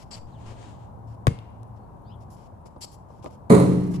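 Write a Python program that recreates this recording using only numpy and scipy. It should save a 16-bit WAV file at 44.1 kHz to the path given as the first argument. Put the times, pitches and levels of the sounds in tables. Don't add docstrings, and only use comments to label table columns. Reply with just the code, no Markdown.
import sys
import numpy as np
from scipy import signal
from scipy.fft import rfft, irfft
from scipy.io import wavfile

SR = 44100
rng = np.random.default_rng(int(sys.argv[2]) if len(sys.argv) > 2 else 0)


def dump_mix(stems):
    frames = np.atleast_2d(stems).T
    limited = np.clip(frames, -1, 1)
    pcm = np.round(limited * 32767).astype(np.int16)
    wavfile.write(sys.argv[1], SR, pcm)


N = 176400
T = np.arange(N) / SR
BOUNCE_S, HOOP_S = 1.269, 3.499

# frequency in Hz, level in dB, 60 dB decay time in seconds.
HOOP_MODES = [(127.5, -17, 1.3), (179.6, -12, 1.72), (198.5, -19.5, 1.8), (223.6, -5.5, 0.21),
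              (249, -23, 0.77), (296, -14.5, 1.2), (332.4, -30, 0.65), (401, -16, 0.83),
              (420.6, -15, 0.746), (433.2, -10, 0.37), (465.5, -25.5, 0.93), (514, -33, 1),
              (553, -20, 0.63), (650, -25.5, 0.36), (708, -27.5, 0.32), (980, -28.5, 0.52),
              (1022, -24.5, 0.51), (1155, -29, 0.37), (1235, -38, .45), (1340, -39, 0.39),
              (1430, -46, 0.32)]
# frequency in Hz, density in dB, 60 dB decay time in seconds.
BOARD_BANDS = [(30, -17.5, 2), (70, -10.5, 1.7), (129, 2, 2.3), (216, -2, 2), (403, -0.5, 0.89),
               (706, -14, 0.93), (1240, -16.5, 0.59), (1700, -33.5, 1.56), (3570, -42.5, 1.28)]


def boom():
    spectrum, hz = rfft(colour(noise(), BOARD_BANDS)), freqs()
    edges_hz = 25 * 2 ** (np.arange(17) / 2)
    driven_until = HOOP_S + .053
    board = 0
    for low, high in zip(edges_hz, edges_hz[1:]):
        band = irfft(spectrum * ((hz >= low) & (hz < high)), N)
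        board += band * held(driven_until, t60=at_hz(BOARD_BANDS, np.sqrt(low * high), column=2))
    return (from_db(-16) * board + ring(HOOP_S, HOOP_MODES)) * rise(HOOP_S + .002, .0027)


# start in seconds, level in dB.
KNOCKS = [(3.4974, -22.5), (3.522, -16), (3.547, -19), (3.579, -29), (3.598, -23.5), (3.623, -27.5),
          (3.654, -40)]
# frequency in Hz, density in dB.
KNOCK_SPECTRUM = [(150, -23), (450, 8.5), (700, -1), (1050, 2.5), (1600, -13), (2100, -9), (3500, -41),
                  (10000, -32), (14000, -47)]
RATTLE_SPECTRUM = [(600, 10.5), (1600, -1), (2100, 8.5), (2600, -3), (3300, -8), (4200, 4.5), (5400, -20),
                   (6500, -2), (9700, -1.5), (12000, -11.5), (14000, -21)]
# frequency in Hz, left over right in dB.
HOOP_BALANCE = [(60, -1.5), (200, 3), (370, -4), (670, -5), (1220, -6), (2230, 4), (4060, 0), (6000, 3.5),
                (9500, -11), (13600, 4)]


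def hoop():
    body = boom()
    shake = from_db(-29.5) * rise(HOOP_S, .0018) * held(HOOP_S + .016, t60=.72)
    jolts = sum(from_db(db - 14.5) * fade(start, .0049) for start, db in KNOCKS)
    rattle = (shake + jolts) * colour(grains(per_s=1200, share=.19), RATTLE_SPECTRUM)
    blows = sum(from_db(db) * rise(start, .0026) * fade(start, .0093) for start, db in KNOCKS)
    knocks = blows * colour(noise()[0], KNOCK_SPECTRUM)
    return balanced(place(body + knocks, pan_db=0, lag_s=-.00031) + rattle, HOOP_BALANCE)


def thump():
    final_hz, drop_hz, glide_s = 103.7, 665, .0034
    peak_s, release_s = .0158, .0047
    age = np.maximum(T - BOUNCE_S, 0)
    cycles = final_hz * age + drop_hz * glide_s * (1 - np.exp(-age / glide_s))
    swell = from_db(np.interp(age, [0, peak_s], [-20.5, -6]))
    release = np.exp(-np.maximum(age - peak_s, 0) / release_s)
    return -np.sin(2 * np.pi * cycles) * swell * release


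# delay in seconds, level in dB, fade in seconds.
SLAPS = [(0, -13, 0.0025), (.0095, -23, 0.0023)]
# frequency in Hz, density in dB.
SLAP_SPECTRUM = [(200, 10), (1000, 1), (2000, 1), (3500, -9.5), (6000, -15), (10000, -14.5), (14000, -36)]
# frequency in Hz, level in dB, 60 dB decay time in seconds.
BALL_MODES = [(283, -23.5, 0.047), (363, -44, 0.11), (463, -31.5, 0.23), (973, -47, .45),
              (1110, -14, 0.037), (1250, -64, .2), (1650, -55, .2), (2150, -49.5, 0.37), (2680, -61, 0.26),
              (2780, -59, 1), (4600, -56, .35)]
# delay in seconds, gain in dB.
WALL_ECHOES = [(0.036, -18.5), (0.061, -29)]
BOUNCE_PAN_DB = 4.5


def bounce():
    pulse = thump()
    contacts = sum(from_db(db) * fade(BOUNCE_S + delay, fade_s) for delay, db, fade_s in SLAPS)
    slap = contacts * colour(noise(), SLAP_SPECTRUM)
    ping = ring(BOUNCE_S, BALL_MODES)
    echoes = sum(from_db(db) * np.interp(T - delay, T, pulse) for delay, db in WALL_ECHOES)
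    return place(pulse + slap + ping, BOUNCE_PAN_DB, lag_s=.0005) + echoes


# frequency in Hz, density in dB.
NEAR_SPECTRUM = [(50, 4), (130, 10), (260, -2.5), (450, -6), (800, -16), (2500, -28), (5000, -29.5),
                 (10000, -33), (14000, -56)]
FAR_SPECTRUM = [(300, 5), (1500, 1.5), (2600, 3), (4500, -9), (8000, -18), (14000, -39)]


def bounce_scatter():
    arrival = BOUNCE_S + .022
    near = from_db(-31) * colour(noise(), NEAR_SPECTRUM) * dying(arrival, t60=.31)
    far = from_db(-53.5) * colour(noise(), FAR_SPECTRUM) * dying(arrival, t60=.84)
    return place(near + far, BOUNCE_PAN_DB)


# start and length in seconds, level in dB, tilt in dB per octave, pan in dB.
STROKES = [(-.005, 0.037, -55, -1.5, 8.5), (0.106, 0.076, -48.5, -2.5, 4.5), (.19, 0.079, -50, -20, 6),
           (0.455, 0.067, -43, -5, 4.5), (1.068, .08, -70.5, -1, 9), (1.758, 0.018, -68.5, -3, 8),
           (2.201, .035, -69.5, 0.5, 9.5), (2.298, 0.051, -60.5, 7.5, 5), (2.36, 0.11, -66.5, -0.5, 5.5),
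           (2.653, 0.019, -59.5, 1, 8), (2.806, 0.041, -45, 4.5, 2), (2.875, 0.068, -72, -14, 4),
           (2.911, 0.039, -57.5, 5.5, 5), (3.082, 0.12, -75.5, 0.5, 11.5), (3.221, 0.055, -60.5, -2, 14.5),
           (3.299, 0.054, -66.5, 1, 8), (3.83, 0.0092, -57, 3, -4), (3.861, 0.014, -57, 11, -2),
           (3.905, 0.027, -56.5, 6.5, -2), (3.934, 0.03, -49, -.5, 3)]
# time in seconds, level in dB.
DRAG_LEVEL = [(.27, -63), (.37, -66.5), (.41, -56.5), (.56, -57), (.63, -51), (.7, -54.5), (.78, -64.5),
              (.84, -62.5), (.93, -82)]
# frequency in Hz, density in dB.
STROKE_SPECTRUM = [(200, -9), (1000, 3.5), (1500, -8), (2200, -3), (3100, -1.5), (3700, -7), (4700, -2.5),
                   (5400, 0.5), (6300, -5.5), (7500, -3), (8800, -13.5), (9700, -6), (12000, -15.5),
                   (14500, -18)]
DRAG_SPECTRUM = [(150, 1), (300, 16), (700, -0.5), (1400, 1), (2100, -3), (3080, -1.5), (5830, -10),
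                 (7130, -6), (9700, -15.5), (11000, -40), (14000, -55)]


def scuffs_and_net():
    edge_s = .0083
    friction = grains(per_s=2900, share=.2)
    dragging = (T > DRAG_LEVEL[0][0]) & (T < DRAG_LEVEL[-1][0])
    out = place(colour(friction, DRAG_SPECTRUM) * level(DRAG_LEVEL) * dragging, pan_db=5.5)
    for start, length, db, tilt_db, pan_db in STROKES:
        stroke = rise(start, edge_s) * np.where(T < start + length, 1, fade(start + length, edge_s))
        out += place(from_db(db) * stroke * colour(friction, STROKE_SPECTRUM, tilt_db), pan_db)
    return out


# start in seconds, level in dB, pan in dB.
STEPS = [(2.656, -41, 5), (2.761, -39, 4), (2.843, -42.5, 7), (3.102, -47, 14), (3.243, -32, 3.5),
         (3.26, -28, 0), (3.945, -35.5, 0)]
# frequency in Hz, density in dB.
STEP_SPECTRUM = [(60, -31), (200, 0.5), (650, 0.5), (1200, -6), (2000, -50), (4000, -35), (12000, -56)]
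# start in seconds, level in dB, centre in Hz, pan in dB.
CRACKS = [(1.389, -38, 2700, 9), (1.632, -49, 6500, 7), (3.244, -41, 8500, -1), (3.261, -40, 2500, 2)]


def footfalls():
    thud = colour(noise(), STEP_SPECTRUM)
    out = 0
    for start, db, pan_db in STEPS:
        out += place(from_db(db) * rise(start, .0017) * fade(start, .0092) * thud, pan_db)
    for start, db, hz, pan_db in CRACKS:
        out += place(from_db(db) * fade(start, .00063) * narrow(hz, hz * .45), pan_db)
    return out


# start in seconds, length in seconds, level in dB.
SKIDS = [(0.108, 0.053, -45.5), (2.813, 0.042, -42)]
# centre in Hz, half-width in Hz, gain in dB.
SOLE_MODES = [(3120, 230, -14.5), (4620, 350, -2), (5360, 300, -7), (7540, 430, -4)]


def skids():
    edge_s = .006
    rasp = sum(from_db(db) * narrow(hz, half_width) for hz, half_width, db in SOLE_MODES)
    push = sum(from_db(db) * rise(start, edge_s) * (1 - rise(start + length - edge_s, edge_s))
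               for start, length, db in SKIDS)
    return place(rasp * push, pan_db=6)


# start and length in seconds, first and last pitch in Hz, level in dB.
CHIRPS = [(0.312, 0.091, 4700, 2700, -69), (1.74, 0.17, 4370, 4450, -87), (2.04, 0.1, 3100, 4000, -74),
          (2.043, 0.095, 4100, 5170, -71), (2.087, .06, 2400, 3280, -65.5),
          (2.103, 0.061, 3000, 3307, -63.5)]


def bird():
    waver_hz = 151.4
    out = 0
    for start, length, first_hz, last_hz, db in CHIRPS:
        along = rise(start, length)
        glide = first_hz + (last_hz - first_hz) * np.sin(along * np.pi / 2)
        hz = glide + waver_hz * narrow(194, 104)[0]
        out += from_db(db) * np.sin(np.pi * along) * np.sin(2 * np.pi * np.cumsum(hz) / SR)
    return place(out, pan_db=12)


INSECT_TICKS = [1.14, 1.502, 1.674, 2.02, 2.159, 2.614, 2.78]


def insect():
    pulses = sum(fade(start, .0068) for start in INSECT_TICKS)
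    return from_db(-72) * narrow(9540, half_width_hz=590) * pulses


# frequency in Hz, density in dB.
TRAFFIC_SPECTRUM = [(20, -62), (45, -3), (70, 0), (110, 0), (160, -5), (220, -6.5), (290, -14),
                    (450, -16.5), (700, -13), (980, -12.5), (1250, -25), (1600, -34), (2400, -55.5)]
AIR_SPECTRUM = [(1000, 11.5), (2500, 4), (4400, -9.5), (6000, -5), (9800, -4), (11500, -24), (15000, -45)]
# time in seconds, level in dB.
TRAFFIC_LEVEL = [(0, -45.5), (.7, -44), (1.5, -45), (2.3, -44.5), (2.8, -47.5), (4, -43)]
DRONE_LEVEL = [(0, -50), (.7, -44.5), (1.6, -47), (2.3, -50), (2.6, -60), (4, -89)]
# frequency in Hz, left over right in dB.
BACKGROUND_BALANCE = [(60, -0.6), (200, 1.5), (670, 6), (2230, 0), (4060, 10.5), (7400, 0), (13600, -10)]


def background():
    traffic = level(TRAFFIC_LEVEL) * colour(noise(), TRAFFIC_SPECTRUM)
    drone = level(DRONE_LEVEL) * narrow(111.8, half_width_hz=4.3)
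    air = from_db(-73.5) * colour(noise(), AIR_SPECTRUM)
    return balanced(traffic + drone + air + insect(), BACKGROUND_BALANCE)


def yard(x):
    tail = rng.standard_normal((2, N)) * dying(.033, t60=.32)
    response = rms_one(tail) / np.sqrt(N)
    return x + from_db(-16.5) * signal.fftconvolve(x, response, axes=1)[:, :N]


# frequency in Hz, correlation from 0 to 1.
COHERENCE = [(50, 0.69), (130, 0.72), (300, 0.37), (600, 0.11), (1300, 0.05), (3000, 0.0067)]


def noise():
    mid, side = rfft(rng.standard_normal((2, N)))
    alike = at_hz(COHERENCE, freqs())
    return rms_one(irfft(np.sqrt(1 + alike) * mid + np.sqrt(1 - alike) * side * [[1], [-1]], N))


def narrow(hz, half_width_hz):
    return rms_one(irfft(rfft(noise()) / (1 + ((freqs() - hz) / half_width_hz) ** 2), N))


def grains(per_s, share):
    impacts = (rng.random(N) < per_s / SR) * rng.standard_normal(N)
    clicks = impacts * (1 + .5 * rng.standard_normal((2, N)))
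    return np.sqrt(share) * rms_one(clicks) + np.sqrt(1 - share) * noise()


def colour(x, points, tilt_db=0):
    hz = freqs()
    gain = from_db(at_hz(points, hz) + tilt_db * np.log2(hz + 1))
    return rms_one(irfft(rfft(x) * gain, N))


def ring(start, modes):
    return sum(from_db(db) * dying(start, t60) * np.sin(2 * np.pi * hz * (T - start)) * (-1) ** k
               for k, (hz, db, t60) in enumerate(modes))


def place(x, pan_db, lag_s=0):
    left, right = x * np.ones((2, 1))
    return np.array([np.interp(T - max(-lag_s, 0), T, left) * from_db(pan_db / 2),
                     np.interp(T - max(lag_s, 0), T, right) * from_db(-pan_db / 2)])


def balanced(x, points):
    return irfft(rfft(x) * from_db(at_hz(points, freqs()) * [[.5], [-.5]]), N)


def fade(start, seconds):
    return (T >= start) * np.exp(-np.clip((T - start) / seconds, 0, 60))


def dying(start, t60):
    return fade(start, t60 / np.log(1000))


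def held(until, t60):
    return np.where(T < until, 1, dying(until, t60))


def rise(start, seconds):
    return np.clip((T - start) / seconds, 0, 1)


def level(points):
    return from_db(np.interp(T, *np.transpose(points)))


def at_hz(points, hz, column=1):
    table = np.array(points)
    return np.interp(np.log(hz + 1e-3), np.log(table[:, 0]), table[:, column])


def freqs():
    return np.arange(N // 2 + 1) * SR / N


def from_db(db):
    return 10 ** (np.asarray(db) / 20)


def rms_one(x):
    return x / np.sqrt(np.mean(x ** 2) + 1e-20)


def scene():
    shoes_and_net = scuffs_and_net() + footfalls() + skids()
    return hoop() + bounce() + bounce_scatter() + yard(shoes_and_net + bird()) + background()


def record(dry):
    ceiling, stopband_hz = .92, 15050
    rounded = dry / (1 + (dry / ceiling) ** 6) ** (1 / 6)
    return signal.sosfilt(signal.cheby2(12, 60, stopband_hz, fs=SR, output="sos"), rounded)


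dry = scene()
out = record(dry)
dump_mix(out)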